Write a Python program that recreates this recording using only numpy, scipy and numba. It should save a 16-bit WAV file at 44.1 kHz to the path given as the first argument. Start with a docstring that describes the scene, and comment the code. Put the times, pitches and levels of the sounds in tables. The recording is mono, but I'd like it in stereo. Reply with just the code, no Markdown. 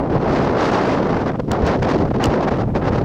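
"""Strong wind over open dunes roars in a camera's two microphone ports, exposed with no distance between.
Faster flow sheds smaller eddies, so each gust brightens the roar: bands of noise follow body, flow and hiss.
Big slow eddies thump both ports together, as bass noise and as single pressure pulses.
Drifting sand hisses faintly, a few grains tick on the housing, and a limiter holds the loudest buffets down."""
import sys
import numpy as np
from scipy import signal
from scipy.fft import rfft, irfft
from scipy.io import wavfile
from scipy.ndimage import uniform_filter1d
from numba import njit

SR = 44100
rng = np.random.default_rng(int(sys.argv[2]) if len(sys.argv) > 2 else 0)


def store_wav(level_fs):
    """Save 16-bit WAV to argv[1]."""
    pcm = np.round(np.clip(np.atleast_2d(level_fs), -1, 1) * 32767)
    wavfile.write(sys.argv[1], SR, pcm.T.astype(np.int16))


N = 134064
TIME = np.arange(N) / SR  # t/s
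FREQ = np.maximum(np.arange(N // 2 + 1) * SR / N, 1)  # f/Hz, held above zero for the logarithms

# Colour tables give relative density, since colour() evens out their total power.
# colour of the drifting sand's hiss [f/Hz, level/dB per Hz]
SAND_HISS_COLOUR = [(500,2),(2500,4),(5800,-3),(9000,-13),(15500,-19.5)]
# sand grains striking the housing, before colouring [t/s, level/dB, decay/s]
GRAIN_TICKS = [(1.5159,-18,0.0012),(1.6653,-27,0.0015),(2.24,-22.5,.001),(2.2402,-17.5,0.0015),(2.2558,-21,0.0017)]
# colour of a tick on the housing [f/Hz, level/dB per Hz]
TICK_COLOUR = [(800,-9.5),(2400,-6.5),(2950,9),(3600,-6.5),(5000,0.5),(7600,-4.5),(9700,-20.5),(15500,-21)]
# course of the bass buffeting, before its trim [t/s, level/dB]
BUFFET_LEVEL = [(0.0, -24), (0.08, -30.5), (0.17, -16.5), (0.22, -33), (0.315, -19.5), (0.34, -27),
                (0.445, -23.5), (0.58, -30), (0.71, -29), (0.74, -26), (0.78, -35), (0.97, -26.5),
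                (1.065, -31), (1.14, -24.5), (1.39, -31), (1.425, -25.5), (1.46, -44), (1.495, -18),
                (1.575, -32), (1.635, -16), (1.66, -24), (1.705, -18), (1.735, -34), (1.79, -18),
                (1.915, -29.5), (1.995, -20), (2.175, -21.5), (2.24, -29), (2.285, -16.5), (2.32, -30),
                (2.42, -30), (2.68, -19), (2.845, -24), (2.89, -20), (2.99, -20), (3.04, -22.5)]
# colour of the big eddies [f/Hz, level/dB per Hz]
RUMBLE_COLOUR = [(12,-18.5),(25,-6),(45,-3.5),(75,0.5),(125,1.5),(200,-7),(400,-20.5),(1000,-74)]
# single hard buffets [t/s, left peak/full scale, right peak/full scale, half-length/s]
THUMPS = [(0.1626,0.3,0.46,0.0011),(0.4,0.36,0.77,0.0011),(1.6166,0.35,0.022,.0016),(1.643,0.6,.22,0.0026),(2.288,-0.46,-0.23,0.0033),(2.699,-0.44,-0.069,0.0023)]
# strength of the flow at the ports, as the level of its rasp [t/s, level/dB]
FLOW_LEVEL = [(0.0, -25), (0.015, -26.5), (0.075, -30), (0.12, -26), (0.14, -30.5), (0.17, -20),
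              (0.19, -31.5), (0.26, -22.5), (0.545, -24), (0.575, -22), (0.7, -21.5), (0.71, -26),
              (0.735, -20.5), (0.97, -24), (1.0, -24.5), (1.23, -25.5), (1.25, -35), (1.265, -22),
              (1.31, -27), (1.33, -34), (1.355, -28.5), (1.38, -48), (1.393, -30), (1.404, -29),
              (1.42, -47), (1.47, -49), (1.52, -23), (1.59, -25.5), (1.6, -33), (1.64, -22), (1.7, -19.5),
              (1.73, -25), (1.76, -21), (1.772, -33), (1.817, -36.5), (1.825, -23), (1.965, -25.5),
              (1.985, -33.5), (1.995, -26.5), (2.055, -32), (2.085, -29), (2.095, -51), (2.115, -20.5),
              (2.125, -36), (2.13, -54), (2.145, -23.5), (2.19, -36), (2.205, -21), (2.29, -27),
              (2.325, -22), (2.385, -26.5), (2.45, -22.5), (2.46, -29.5), (2.485, -19), (2.5, -33),
              (2.52, -20.5), (2.575, -32.5), (2.59, -23.5), (2.62, -24), (2.628, -30), (2.67, -39),
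              (2.695, -31.5), (2.735, -42.5), (2.753, -20.5), (2.805, -33), (2.825, -23), (2.85, -28.5),
              (2.885, -18), (2.895, -31.5), (2.935, -24.5), (3.02, -30), (3.04, -32)]
# course of the roar's low body [t/s, level/dB]
BODY_LEVEL = [(0.0, -17.5), (0.02, -15.5), (0.075, -21.5), (0.12, -16), (0.21, -18), (0.26, -17),
              (0.97, -17.5), (1.235, -18), (1.245, -21.5), (1.27, -17.5), (1.375, -23.5), (1.405, -14),
              (1.412, -24), (1.475, -19.5), (1.483, -19.5), (1.635, -16.5), (1.93, -18.5), (1.965, -10),
              (1.985, -17.5), (2.025, -13.5), (2.1, -21.5), (2.115, -14), (2.13, -37), (2.15, -16),
              (2.535, -17.5), (2.57, -22.5), (2.59, -15), (2.665, -23), (2.705, -18.5), (2.72, -26.5),
              (2.77, -13.5), (2.79, -20), (2.995, -17.5), (3.04, -21)]
# course of the roar's treble hiss [t/s, level/dB]
SPRAY_LEVEL = [(0.0, -54), (0.08, -64), (0.115, -47), (0.205, -52), (0.365, -39.5), (0.555, -49),
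               (0.61, -37), (0.645, -33.5), (0.705, -39.5), (0.74, -36.5), (0.8, -40.5), (0.95, -40),
               (1.005, -47), (1.215, -45), (1.255, -52), (1.275, -42.5), (1.34, -60), (1.385, -57),
               (1.4, -43.5), (1.415, -65), (1.535, -45), (1.595, -52.5), (1.675, -37), (1.77, -49),
               (1.818, -48), (1.83, -36.5), (1.865, -47), (1.895, -38), (2.135, -56), (2.145, -46.5),
               (2.19, -53), (2.24, -34), (2.285, -45.5), (2.35, -41.5), (2.365, -50.5), (2.443, -43),
               (2.458, -52), (2.487, -39), (2.497, -46.5), (2.57, -49.5), (2.618, -44), (2.632, -56),
               (2.73, -69), (2.76, -42.5), (2.815, -56), (2.882, -40.5), (2.9, -54), (2.925, -43.5),
               (3.01, -48.5), (3.04, -60)]
# colour of the roar at the usual flow [f/Hz, level/dB per Hz]
ROAR_COLOUR = [(60,-31),(130,-2.5),(250,1),(480,-0.5),(800,-5.5),(1300,-13.5),(2000,-21),(3300,-33),(4800,-36.5),(6500,-44.5),(9500,-63),(15500,-73)]
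# how each band of the roar follows its controls
# [f/Hz, gain/dB per dB of body, per dB of flow, per dB of hiss, share of the flutter]
BAND_RESPONSE = [(147,0.14,0.038,0.0081,0.2),(346,1.45,0.15,0.035,.5),(760,0.74,0.78,0,0.68),(1610,0,1.0,0.34,1.08),(4560,0.5,0.58,0.84,1.3),(11000,-0.1,.1,1.34,1.1)]
# likeness of the two ports in the roar [f/Hz, coherence/0-1, left's lead/rad]
PORT_LIKENESS = [(102,1,-0.34),(310,0.54,-1.03),(606,0.31,-1.5),(1318,0,-2.5),(1400,0.1,2.5),(2310,0.4,2),(3080,0.42,0.53),(5300,0.84,0),(9200,0.1,1.5),(14000,.8,-2.5)]

HISS_DB, TICK_ATTACK_S = -58.5, 0.00094
RUMBLE_DB, RUMBLE_LIKENESS, RUMBLE_LEFT_DB = -0.4, 0.93, 1
USUAL_FLOW_DB, USUAL_BODY_DB, USUAL_SPRAY_DB = -26, -17.5, -44.5
ROAR_DB, RIGHT_DB = -16, 0.2
FLUTTER_HZ, FLUTTER_DB, OWN_FLUTTER_DB = 60, 1.98, 0.8  # shared by the ports, and each port's own
STEADYING_PER_DB = 0.1  # strong flow flutters less
SHIFT_HZ, SHIFT_DB = 15, 1.18  # each band of the roar also swells by itself
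LIMIT_DB, LIMIT_ATTACK_S, LIMIT_RELEASE_S = -6.5, 0.00043, 0.016
TOP_HZ = 15850


def undb(db):
    """Decibels to gain."""
    return 10 ** (np.asarray(db) / 20)


def curve(table):
    """A control through time, in straight lines between the table's points."""
    return np.interp(TIME, *np.array(table).T)


def at(table, hz, axis=1):
    """A table column read along a log-frequency axis."""
    rows = np.array(table)
    return np.interp(np.log(hz), np.log(rows[:, 0]), rows[:, axis])


def colour(table):
    """Filter gains that keep the power of white noise."""
    gain = undb(at(table, FREQ))
    return gain / np.sqrt(np.mean(gain ** 2))


def port_noise(likeness, lead=0):
    """Spectra of two partly alike white noises, the left ahead by lead in radians."""
    mid, side = rfft(rng.standard_normal((2, N)))
    coherence = np.clip(likeness, 0, 1)
    sign = np.array([[1], [-1]])  # left, right
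    ports = np.sqrt((1 + coherence) / 2) * mid + sign * np.sqrt((1 - coherence) / 2) * side
    return ports * np.exp(0.5j * sign * lead)


def even(noise):
    """Takes the slow chance swells out of a stereo noise, so that its controls set its level."""
    power = uniform_filter1d(np.mean(noise ** 2, axis=0), size=1800)  # about 41 ms
    return noise * np.sqrt(power.mean() / power)


def flutter(hz):
    """Random wavering, mostly slower than hz, between soft bounds."""
    ratio = FREQ / hz
    waver = irfft(rfft(rng.standard_normal(N)) * ratio / (1 + ratio ** 2) ** 2, N)
    return 1.65 * np.tanh(waver / waver.std())


def drifting_sand():
    """Drifting sand makes a faint steady hiss: coloured noise, much alike at both ports."""
    hiss = port_noise(0.67) * colour(SAND_HISS_COLOUR)
    return irfft(undb(HISS_DB) * hiss, N)


def grain_ticks():
    """Single grains tick on the housing: noise with a quick rise and exponential decay, then coloured."""
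    strikes = 0
    for start, db, decay in GRAIN_TICKS:
        age = np.maximum(TIME - start, 0)
        rise = np.minimum(age / TICK_ATTACK_S, 1)
        fall = np.exp(-np.maximum(age - TICK_ATTACK_S, 0) / decay)
        strikes = strikes + undb(db) * rise * fall
    bursts = strikes * irfft(port_noise(0.82), N)
    return irfft(rfft(bursts) * colour(TICK_COLOUR), N)


def buffeting():
    """Big eddies press on both ports at once, one lump after another: bass noise under a level curve."""
    push = even(irfft(port_noise(RUMBLE_LIKENESS) * colour(RUMBLE_COLOUR), N))
    port_trim = np.array([[RUMBLE_LEFT_DB], [0]])
    return push * undb(curve(BUFFET_LEVEL) + RUMBLE_DB + port_trim)


def thumps():
    """A single eddy hits the ports: a short push with a rebound on either side."""
    out = 0
    for time, left, right, length in THUMPS:
        u = ((TIME - time) / length) ** 2
        pulse = (1 - u) * np.exp(-u / 2)
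        out = out + np.array([[left], [right]]) * pulse
    return out


def roar():
    """Turbulence at the ports: low body, rasp and hiss flare with the gusts and flutter most in the lulls."""
    likeness, lead = at(PORT_LIKENESS, FREQ), at(PORT_LIKENESS, FREQ, axis=2)
    eddies = port_noise(likeness, lead) * colour(ROAR_COLOUR)
    # each control in dB above its usual level
    flow = curve(FLOW_LEVEL) - USUAL_FLOW_DB
    body = curve(BODY_LEVEL) - USUAL_BODY_DB
    spray = curve(SPRAY_LEVEL) - USUAL_SPRAY_DB
    own_flutter = np.array([flutter(FLUTTER_HZ), flutter(FLUTTER_HZ)])
    waver = FLUTTER_DB * flutter(FLUTTER_HZ) + OWN_FLUTTER_DB * own_flutter
    waver = waver * np.clip(1 - STEADYING_PER_DB * flow, 0.3, 1.7)
    centres = np.log([row[0] for row in BAND_RESPONSE])
    out = 0
    # each row of the identity matrix makes one band, cross-fading into its neighbours
    for share, row in zip(np.eye(len(BAND_RESPONSE)), BAND_RESPONSE):
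        _, by_body, by_flow, by_spray, by_waver = row
        band = even(irfft(eddies * np.interp(np.log(FREQ), centres, share), N))
        level = by_body * body + by_flow * flow + by_spray * spray + by_waver * waver
        shift = SHIFT_DB * flutter(SHIFT_HZ)
        out = out + band * undb(level + shift)
    return out * undb(ROAR_DB + np.array([[0], [RIGHT_DB]]))


def scene():
    """Sand and wind at the two ports."""
    return drifting_sand() + grain_ticks() + buffeting() + thumps() + roar()


@njit
def follow(size, attack, release):
    """Peak follower: closes a fixed share of the gap per sample, one share rising and one falling."""
    out, level = np.empty(len(size)), 0.
    for i in range(len(size)):
        level += (size[i] - level) * (attack if size[i] > level else release)
        out[i] = level
    return out


def record(dry):
    """The microphones' limiter ducks both channels on the biggest buffets; the top is cut."""
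    loudest = np.abs(dry).max(axis=0)
    peak = follow(loudest, 1 / (LIMIT_ATTACK_S * SR), 1 / (LIMIT_RELEASE_S * SR))
    held = dry / np.maximum(peak / undb(LIMIT_DB), 1)
    top_cut = signal.ellip(8, 0.2, 70, TOP_HZ, fs=SR, output="sos")
    return signal.sosfilt(top_cut, held)


dry = scene()
out = record(dry)
store_wav(out)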